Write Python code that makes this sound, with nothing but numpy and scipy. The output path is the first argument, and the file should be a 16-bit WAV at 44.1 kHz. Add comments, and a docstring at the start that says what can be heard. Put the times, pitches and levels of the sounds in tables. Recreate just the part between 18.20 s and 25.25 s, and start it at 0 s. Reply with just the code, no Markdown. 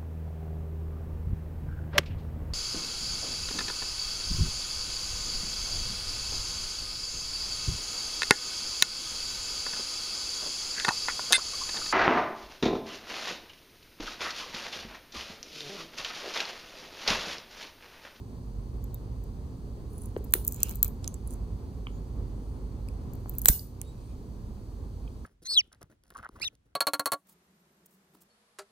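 """A low, steady room rumble with hum and faint hiss comes first; then a small steel clipper ticks on a cat's claw.
The jaws scrape, squeak and rattle; the claw crackles, cracks once, then snaps off as the steel rings; a chip lands.
Breaks, grains and crackle are noise bursts driven through resonances of steel and claw; knocks are short sine swings.
Two nearby microphone ports hear it all, with sparse room reflections; a gain control dips after loud sounds."""
import sys
import numpy as np
from scipy import signal
from scipy.fft import rfft, irfft
from scipy.io import wavfile
from scipy.ndimage import uniform_filter1d

SR = 44100
rng = np.random.default_rng(int(sys.argv[2]) if len(sys.argv) > 2 else 0)


def transcribe(signal):
    """Save signal, clipped to [-1, 1], as a 16-bit WAV file at the path in sys.argv[1]."""
    frames = np.atleast_2d(signal).T
    limited = np.clip(frames, -1, 1)
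    pcm = np.round(limited * 32767).astype(np.int16)
    wavfile.write(sys.argv[1], SR, pcm)


N = 310905

# The jaws slip and tick: (time [s], level [dB], extra level of the three lower rings [dB])
TICKS = [(0.641, -42.5, 4.5), (0.744, -33.5, -3), (1.039, -49.5, 2), (2.042, -44, 0.5), (2.046, -42.5, -8),
         (2.1085, -46, -4.5), (2.1237, -38.5, 4), (2.2492, -29.5, -0.5), (2.2672, -36, -0.5),
         (2.2755, -26, -5), (2.2788, -16, 0), (2.289, -36.5, 3), (2.311, -46.5, 6), (2.323, -31.5, 8),
         (2.3334, -45, 9.5), (2.3446, -36.5, 8.5), (2.362, -44.5, 12.5), (2.404, -40, 13), (2.422, -46, 11),
         (2.4315, -12.5, 7), (2.4943, -30.5, 3.5), (2.505, -38.5, 3), (2.5108, -33.5, 5),
         (2.548, -46, -0.5), (2.556, -31, 0), (2.569, -45.5, 6), (2.629, -7.5, -4.5), (2.646, -24, 4),
         (2.6799, -31.5, -2), (4.935, -42.5, 5.5), (4.953, -50.5, 1.5), (5.095, -29, -8),
         (5.1384, -47, -3.5), (5.152, -45, -1.5), (5.184, -22.5, -6.5), (5.193, -36, -2.5),
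         (5.217, -27, -1), (5.222, -37, -8.5), (5.2374, -43.5, -4), (5.2474, -29, -9.5)]
# A slip excites the top of the steel most: levels of the (top, high, middle, low) ring [dB]
TICK_COLOUR_DB = (-3.5, -23.5, -14.5, -35.5)
# The slack lever rattles on its pin: (time [s], level [dB], centre [Hz], ping level [dB])
RATTLES = [(1.7797, -56, 9860, -44.5), (1.818, -51, 9750, -41), (1.835, -54, 10100, -48),
           (1.857, -49, 10400, -41.5), (2.878, -32.5, 8550, -39), (2.942, -41.5, 7650, -39),
           (3.074, -49, 10720, -34), (3.107, -47, 8660, -46.5), (3.123, -62, 10600, -54),
           (3.137, -51, 10640, -47), (5.615, -34, 10500, -55)]
# The claw fractures, in several stages at the final snap: (time [s], top ring [dB], high ring [dB],
# middle ring [dB], low ring [dB], tearing time scale [ms], send to the room [dB], free ring [dB])
CRACKS = [(2.137, -12, -16.5, -19.5, -21, 1.4, -19, -42), (5.257, -11, -28, -21, -21, 0.52, -26.5, -38.5),
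          (5.2831, -28.5, -32.5, -15, -24.5, 1.6, -19.5, -36.5),
          (5.2848, -8, -19, -14.5, -27, 0.79, -12.5, -23),
          (5.2878, -15.5, -13.5, -28.5, -19, 0.3, -14.5, -40)]


def bites(tick_tear_ms=0.173, rattle_tear_ms=0.33, tick_room_db=-24, rattle_room_db=-22):
    """Ticks, rattles and cracks break sharply against the steel; also returns the share sent into the room."""
    hits = []
    for s, db, body_db in TICKS:
        body = body_db * np.array([0, 1, 1, 1])
        hits.append((s, db + np.array(TICK_COLOUR_DB) + body, tick_tear_ms, tick_room_db))
    for s, db, centre_hz, _ in RATTLES:
        hits.append((s, db + contact(centre_hz), rattle_tear_ms, rattle_room_db))

    near, spread = np.zeros((2, N))
    steel = free_ring()
    for s, *levels_db, tear_ms, room_db, ring_db in CRACKS:
        hits.append((s, levels_db, tear_ms, room_db))
        add(near, s, gain_of(ring_db) * steel)

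    for s, levels_db, tear_ms, room_db in hits:
        sound = slip(s, levels_db, tear_ms)
        add(near, s, sound)
        add(spread, s, gain_of(room_db) * sound)
    return near, spread


# Resonances of the clipper with the claw in it, in four groups:
# (frequency [Hz], width of each filter pass [Hz], relative level [dB])
TOP_RING = [(12100, 860, 4), (12290, 790, -2.5), (13790, 905, 0), (14260, 600, -1), (15270, 730, -4)]
HIGH_RING = [(8510, 1400, 0.5), (9940, 1460, 2)]
MIDDLE_RING = [(6633, 2600, -5), (7250, 1300, 7.5), (8000, 345, 0)]
LOW_RING = [(999, 1600, -3), (1799, 1460, 1.5), (2866, 2700, 2), (3910, 1990, 1), (5200, 1700, 3)]
# Pitch of the first top resonance during slips: (time [s], frequency [Hz])
JAW_PITCH = [(.7, 12200), (2.13, 11400), (2.3, 11570), (2.43, 11680), (2.63, 11870), (5.25, 11760)]


def slip(s, levels_db, tear_ms, after_db=-17, after_ms=5, colour_db=2.5):
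    """A sharp break, smeared over the tearing time, rings the steel; the grip retunes and recolours it each time."""
    ms = 1000 * np.arange(2048) / SR
    # each frequency of the click arrives with its own random delay
    scatter = evened(signal.oaconvolve(rng.standard_normal(1040), np.hanning(16), "valid"))
    delay = SR / 1000 * (.15 + tear_ms * abs(scatter) * .7)  # samples
    phase = 2 * np.pi * np.cumsum(delay) / len(ms)
    tear = irfft(np.exp(-1j * phase)) * (ms < 20)
    crumbs = rng.standard_normal(len(ms)) * np.exp(-ms / after_ms)
    force = evened(tear) + gain_of(after_db) * evened(crumbs)

    grip = 1 + 0.007 * rng.standard_normal()
    jaw_hz = np.interp(s, *np.transpose(JAW_PITCH))
    top = [(jaw_hz, *TOP_RING[0][1:]), *TOP_RING[1:]]
    out = 0
    for db, modes in zip(levels_db, (top, HIGH_RING, MIDDLE_RING, LOW_RING)):
        gripped = [(hz * grip, width_hz, mode_db + colour_db * rng.standard_normal())
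                   for hz, width_hz, mode_db in modes]
        tone = ring(force, gripped)
        loudness = np.sqrt(np.sum(tone ** 2) / (.004 * SR))  # its energy as if packed into 4 ms
        out = out + gain_of(db) * tone / loudness
    return out


# The steel rings on once the jaws are freed, in clusters of close partials:
# (frequency [Hz], spread to either side [Hz], relative level [dB], time to fall by 60 dB [s])
FREE_RING = [(1810, 270, -30, 0.285), (2880, 15, -27.5, .26), (3354, 20, -28.5, .26),
             (3700, 110, -26.5, .22), (4115, 15, -30.5, 0.24), (4320, 13, -22.5, 0.29),
             (4460, 40, -22, .28), (5150, 36, -22, .28), (5860, 28, -21, 0.27), (6245, 34, -22.5, .3),
             (6660, 60, -20, 0.26), (7130, 97, -19.5, 0.27), (8250, 88, -17.5, .28),
             (8900, 500, -17.5, .26), (10100, 700, -11.5, .26), (12450, 400, -16, 0.22),
             (13300, 550, -7.5, .25), (14200, 400, -1.5, 0.29), (14700, 70, -2.5, .25),
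             (14600, 190, 2.5, .23), (15070, 120, 12.5, 0.022)]


def free_ring(count=10):
    """The long, thin modes of the released clipper; close partials beat against each other."""
    t, out = np.arange(SR // 2) / SR, 0
    for hz, spread_hz, db, t60 in FREE_RING:
        place, phase = rng.random((2, count, 1))
        offset = 2 * (np.arange(count)[:, None] + place) / count - 1
        partials_hz = hz + spread_hz * offset
        fade = gain_of(-60 * t / t60)
        cluster = np.sin(2 * np.pi * (partials_hz * t + phase)).sum(0) * fade
        out = out + gain_of(db) * cluster * np.linalg.norm(fade) / np.linalg.norm(cluster)
    return out


# The blades press into the claw and it crackles: (start [s], length [s], level [dB])
SQUEEZES = [(2.04, 0.21, -64), (2.239, 0.36, -56), (2.628, .04, -56.5), (4.94, 0.16, -70),
            (5.081, 0.13, -61.5), (5.225, 0.038, -53.5), (5.26, 0.023, -36.5)]
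# Crackle under pressure: levels in the (top, high, middle) ring and in the claw [dB]
SQUEEZE_COLOUR_DB = (-6, -12.5, -13, -13)
# The claw itself as the blade drags over it:
# (frequency [Hz], width of each filter pass [Hz], relative level [dB])
CLAW_RING = [(1320, 910, -3), (2420, 640, 0), (3020, 550, -5.5), (4070, 500, -1), (5200, 900, -6)]


def crackle(size_db=4, edge_s=0.0045, breaks_per_s=240):
    """Under pressure the claw gives in separate tiny breaks, each ringing one part of the steel or the claw."""
    t, pressure, out = np.arange(N) / SR, 0, 0
    for start, length, db in SQUEEZES:
        to_edge = np.minimum(t - start, start + length - t)
        pressure = pressure + gain_of(db) * np.clip(to_edge / edge_s, 0, 1)

    for db, modes in zip(SQUEEZE_COLOUR_DB, (TOP_RING, HIGH_RING, MIDDLE_RING, CLAW_RING)):
        group = 0
        for mode in modes:  # every resonance has its own breaks
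            sizes = gain_of(size_db * rng.standard_normal(N))
            breaks = sizes * (rng.random(N) < breaks_per_s / SR)
            group = group + ring(breaks, [mode])
        out = out + gain_of(db) * evened(group)
    return pressure * out


# The steel slides over claw and fur, swelling and fading: (start [s], length [s], level [dB], centre [Hz])
RUBS = [(1.643, 0.33, -62.5, 10000), (1.959, 0.043, -63, 10500), (2.251, 0.16, -54, 14700),
        (2.43, 0.15, -52.5, 14470), (2.634, 0.071, -51, 14400), (2.316, 0.29, -55, 3130),
        (2.404, 0.12, -56, 7500), (2.617, 0.087, -51.5, 3900), (2.82, 0.054, -49, 5000),
        (3.04, 0.15, -57, 8700), (5.1, 0.093, -71, 3500), (5.6, 0.48, -66.5, 3980)]


def scrape(grain_db=7.5, clump_db=4):
    """Friction in clumps of tiny grains rings the steel and the claw during rubs."""
    levels = np.zeros((4, N))
    for start, length, db, centre_hz in RUBS:
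        levels += np.outer(gain_of(db + contact(centre_hz)), arch(start, length) ** 2)
    grains = grain_db * np.minimum(drift(size=30), 2)
    clumps = clump_db * np.minimum(drift(size=250), 1)
    force = rng.standard_normal(N) * gain_of(grains + clumps)
    # the claw takes the place of the low ring
    groups = (TOP_RING[2:], HIGH_RING, MIDDLE_RING, CLAW_RING)
    return sum(level * evened(ring(force, modes)) for level, modes in zip(levels, groups))


# Squeaks of steel on the claw and of handling the clipper:
# (start [s], length [s], first pitch [Hz], last pitch [Hz], level [dB], rms pitch jitter [share])
SQUEAKS = [(0.73, 0.043, 3840, 3600, -62, .008), (1.665, 0.27, 9570, 10500, -61, 0.025),
           (2.269, 0.17, 7070, 7120, -53, 0.035), (2.382, 0.16, 2463, 3130, -51, 0.08),
           (5.261, 0.039, 7700, 8100, -31, 0.0029), (3.692, 0.12, 6620, 6980, -67, .02),
           (4.08, 0.39, 9280, 9350, -74.5, 0.017), (5.613, 0.14, 3630, 4000, -61.5, 0.0256),
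           (5.65, .08, 7440, 7900, -63, .016), (5.74, 0.24, 8460, 8900, -70, 0.016)]


def squeak(octave_db=-11):
    """Faint squeaking tones with their octave; each glides evenly, with jitter, as it swells and fades."""
    t, out = np.arange(N) / SR, 0
    for start, length, from_hz, to_hz, db, jitter in SQUEAKS:
        glide_hz = np.interp(t, [start, start + length], [from_hz, to_hz])
        angle = 2 * np.pi * np.cumsum(glide_hz * (1 + jitter * drift(size=30))) / SR
        tone = np.sin(angle) + gain_of(octave_db) * np.sin(2 * angle)
        out = out + gain_of(db) * arch(start, length) ** 2 * tone
    return out


# Short rings of the slack lever: (frequency [Hz], level relative to its ping [dB])
LEVER_RING = [(7550, -10), (8700, -12), (10500, -8.5), (13200, -17)]


def pings(swell_ms=0.8, falloff_db=14):
    """Each rattle leaves a narrow ping at its centre and briefly rings the nearest modes of the lever."""
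    rows = []
    for s, _, centre_hz, ping_db in RATTLES:
        for hz, mode_db in [(centre_hz, 0), *LEVER_RING]:
            octaves = abs(np.log2(hz / centre_hz))
            rows.append((s, hz, ping_db + mode_db - falloff_db * octaves, swell_ms))
    return blows(rows)


# Light taps, with a little room after them:
# (time [s], swell time constant [ms], resonances of the touched spot as (frequency [Hz], level [dB]))
TAPS = [(1.9645, 0.21, [(950, -26.5), (1600, -29), (2600, -36), (3700, -43)]), (2.151, 0.68, [(850, -44),
        (1400, -36)]), (2.8438, 0.23, [(3700, -36), (5350, -34), (8150, -36), (10800, -38)]),
        (2.877, 0.22, [(2700, -40), (3900, -39.5), (6400, -21.5)]), (3.6687, 0.61, [(1120, -33.5),
        (2290, -35), (3090, -33.5)]), (4.686, 0.54, [(2450, -44), (4950, -49), (7900, -49.5), (9600, -50),
        (11400, -42)]), (5.143, .4, [(2600, -51)]), (5.615, 0.43, [(2150, -41), (3090, -47)]),
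        (6.876, 1, [(2500, -51.5), (3180, -52.5)])]


def taps():
    """Each tap rings the few short resonances of the spot that is touched."""
    return blows([(s, hz, db, swell_ms) for s, swell_ms, modes in TAPS for hz, db in modes])


# Knocks of handling, low pops of the cracking claw, and the landing chip:
# (time [s], frequency [Hz], level [dB], swell time constant [ms])
KNOCKS = [(1.965, 416, -20.5, 1.13), (2.1372, 380, -26, 0.51), (2.1515, 380, -26, 1.4), (2.648, 53, -25, 5),
          (5.059, 800, -30, 0.2), (5.2855, 1829, -14.5, 0.58), (5.394, 4780, -32, 0.61)]
# The hand jolts as the claw gives way: (time [s], frequency [Hz], level [dB], swell time constant [ms])
JOLTS = [(5.293, 47, -12.5, 4.9), (5.298, 151, -14.5, 1.1), (5.286, 500, -22, 0.87)]


def blows(rows):
    """Each blow is a short sine swing that swells to its level in two time constants and dies."""
    out, t = np.zeros(N), np.arange(SR // 5) / SR
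    for s, hz, db, swell_ms in rows:
        u = 1000 * t / swell_ms
        envelope = (u / 2) ** 2 * np.exp(2 - u)
        add(out, s, gain_of(db) * np.sin(2 * np.pi * hz * t) * envelope)
    return out


# Decay of the reflections: (frequency [Hz], time to fall by 60 dB [s])
ROOM_DECAY = [(300, 0.61), (2000, 0.11), (5000, 0.37), (10000, 0.292), (15000, 0.21)]
# Tone of the reflections: (frequency [Hz], relative level [dB])
ROOM_COLOUR = [(200, 2), (900, -4.5), (1900, 2), (3500, -1), (4300, -4), (5200, -5), (7000, -9.5),
               (10000, 1.5), (12000, -10.5), (13700, -2.5), (14750, -2), (15400, 4.5), (15900, -15.5)]


def room(x, build_s=0.0086):
    """Sparse reflections thicken after a short while and die away band by band."""
    echoes = rng.standard_normal((2, SR)) * (rng.random((2, SR)) < .15)
    hz, t, z = signal.stft(echoes, SR, nperseg=256)
    colour_db = read(ROOM_COLOUR, hz)[:, None]
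    decay_db = 60 * t / read(ROOM_DECAY, hz)[:, None]
    build = 1 - np.exp(-(t / build_s) ** 2)
    tail = signal.istft(z * gain_of(colour_db - decay_db) * build, SR, nperseg=256)[1]
    return signal.fftconvolve(x, tail / np.linalg.norm(tail[0]), axes=1)[:, :N]


# Rumble spectrum, before a further roll-off around 2300 Hz: (frequency [Hz], relative density [dB])
RUMBLE = [(12, -39), (25, -4), (36, -30), (48, -2.5), (72, -4), (110, -6), (145, -13.5), (220, -13.5),
          (310, -20.5), (420, -20.5), (620, -32), (1050, -33), (1500, -45), (2300, -47.5)]
# Hiss spectrum: (frequency [Hz], relative density [dB])
HISS = [(1500, -12.5), (2800, -5.5), (4150, 1), (4550, 6), (4950, 0), (6400, -0.5), (9000, -3.5),
        (15600, -6), (16100, -37.5)]
# Mains and fan, before the slow swell: (frequency [Hz], level [dB])
HUM = [(48.5, -42), (59, -45.5), (120, -50), (259, -57.5)]
# Shape of the slow swell, taken about its median and scaled by the swell share: (time [s], level [dB])
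FLOOR = [(0.0, -43.5), (0.59, -40.5), (3.85, -39), (4.63, -39), (4.99, -36.5), (5.18, -37), (5.421, -44.5),
         (7.05, -43)]


def room_noise(rumble_db=-39.5, hiss_db=-67.5, swell_share=.55, flutter_db=1, waver=0.47):
    """Ventilation rumble with a wavering hum, over a faint hiss."""
    hz, t = np.fft.rfftfreq(N, 1 / SR), np.arange(N) / SR
    white = rfft(rng.standard_normal((2, N)))
    rumble = evened(irfft(white * gain_of(read(RUMBLE, hz)) / (1 + (hz / 2300) ** 4), N))
    hiss = evened(irfft(white * gain_of(read(HISS, hz)), N))
    hum = 0
    for hum_hz, db in HUM:
        strength = 1 + waver * drift(size=6000)
        hum = hum + gain_of(db) * evened(strength * np.sin(2 * np.pi * hum_hz * t + drift(size=9000)))

    s, floor_db = np.transpose(FLOOR)
    swell = gain_of(swell_share * np.interp(t, s, floor_db - np.median(floor_db)))
    fluttering = gain_of(rumble_db + flutter_db * drift(size=2000)) * rumble
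    return swell * (fluttering + shared(hum)) + gain_of(hiss_db) * hiss


# How alike the two ports hear: (frequency [Hz], likeness from 0 to 1)
LIKENESS = [(40, 0.96), (200, 0.88), (400, 0.88), (700, 0.39), (1500, 0.19), (3200, 0.5), (5000, 0.54),
            (7000, 0.5), (9500, 0.87), (11400, 1), (15000, 0.74)]
# Overall lean of the two ports: (frequency [Hz], left minus right [dB])
BALANCE = [(60, -3), (250, -.5), (500, 1.5), (2000, -.5), (4000, 0.5), (7000, -0.5), (9500, -.5),
           (14000, -0.5), (16000, -3.5)]
# The left port hears later: (frequency [Hz], phase lag [radians])
PORT_LAG = [(20, 0), (600, 0.06), (1900, 2.5), (2350, 4.5), (4000, 6), (5300, 9), (6400, 6), (7400, 3.5),
            (8300, 7.5), (9500, 6.5), (11400, 9.5), (13800, 12.5), (15800, 17.5)]


def ports(x):
    """Blends a common and a scattered part into two microphone ports, the left one lagging."""
    hz = np.fft.rfftfreq(N, 1 / SR)
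    same = np.clip(read(LIKENESS, hz), 0, 1)
    common, scattered = rfft(x) * np.sqrt([(1 + same) / 2, (1 - same) / 2])
    lean = gain_of(read(BALANCE, hz) / 2)
    left = (common + scattered) * lean * np.exp(-1j * read(PORT_LAG, hz))
    right = (common - scattered) / lean
    return irfft(np.array([left, right]), N)


# Shade of the housing on the clipper's direct sound: (frequency [Hz], left minus right [dB])
SHADE = [(1000, 1), (4000, -3.5), (6200, -12.5), (7400, -4.5), (8400, -4), (9500, -0.5)]


def shaded(x):
    """The housing shades the left port from the nearby clipper."""
    lean = gain_of(read(SHADE, np.fft.rfftfreq(N, 1 / SR)) / 2)
    return irfft(rfft(x) * np.array([lean, 1 / lean]), N)


def gain_control(x, above_db=-27, duck_share=0.46, sense_s=0.22, hold_fall_db_per_s=18.5):
    """Gain that drops by a share of the excess of the smoothed power, whose held peak then falls slowly."""
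    keep = np.exp(-1 / (sense_s * SR))
    power = signal.lfilter([1 - keep], [1, -keep], (x ** 2).mean(0))
    power_db = 10 * np.log10(power + 1e-12)
    fall_db = hold_fall_db_per_s * np.arange(N) / SR
    held_db = np.maximum.accumulate(power_db + fall_db) - fall_db
    return gain_of(-duck_share * np.maximum(held_db - above_db, 0))


# Where each ring answers a light contact best: centres of the (top, high, middle, low) ring [Hz]
RING_CENTRES_HZ = (13300, 9900, 6930, 3090)


def contact(centre_hz, falloff_db_per_octave=12):
    """Levels in dB of the four rings: a light contact excites those nearest its centre."""
    return -falloff_db_per_octave * abs(np.log2(np.array(RING_CENTRES_HZ) / centre_hz))


def ring(force, modes):
    """Passes a force twice through each damped resonance, for steep skirts."""
    out = 0
    for hz, width_hz, db in modes:
        section = np.concatenate(signal.iirpeak(min(hz, .45 * SR), hz / width_hz, fs=SR))
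        out = out + gain_of(db) * signal.sosfilt([section, section], force)
    return out


def arch(start, length):
    """A stroke that swells and fades as half a sine."""
    out = np.zeros(N)
    add(out, start, np.sin(np.pi * np.arange(0, length, 1 / SR) / length))
    return out


def drift(size):
    """Random wander of unit rms, smooth over size samples."""
    return evened(uniform_filter1d(uniform_filter1d(rng.standard_normal(N), size), size))


def shared(x):
    """A sound with a common part only, none scattered."""
    return np.array([x, np.zeros(N)])


def gain_of(db):
    """Decibels to amplitude."""
    return 10 ** (np.asarray(db) / 20)


def evened(x):
    """Scales to unit rms."""
    return x / np.sqrt(np.mean(x ** 2) + 1e-20)


def read(points, hz):
    """Reads a spectrum on a log-frequency axis."""
    f, value = np.transpose(points)
    return np.interp(np.log(hz + 1), np.log(f + 1), value)


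def add(mix, s, sound):
    """Lays a sound into the mix at s seconds."""
    part = mix[round(s * SR):][:len(sound)]
    part += sound[:len(part)]


def scene():
    """Clipper, hands and room, each as a common part and a part scattered by hands and fur."""
    near, spread = np.stack([bites(), bites()], axis=1)
    rubbing = np.array([scrape(), scrape()]) + shared(crackle())
    knocks = blows(KNOCKS) + taps()
    handling = shared(knocks + blows(JOLTS) + squeak() + pings())
    direct = shaded(ports(near + rubbing + handling))
    reflections = room(spread + gain_of(-16.5) * knocks)
    return direct + ports(reflections + room_noise())


def record(dry, edge_hz=16600):
    """Gain control; the loudest peaks are rounded off near full scale; then the band limit."""
    ducked = dry * gain_control(dry)
    rounded = ducked / (1 + (ducked / .9) ** 4) ** .25
    lowpass = signal.firwin(255, edge_hz, window=("kaiser", 9), fs=SR)
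    return signal.oaconvolve(rounded, lowpass[None], "same")


dry = scene()
out = record(dry)
transcribe(out)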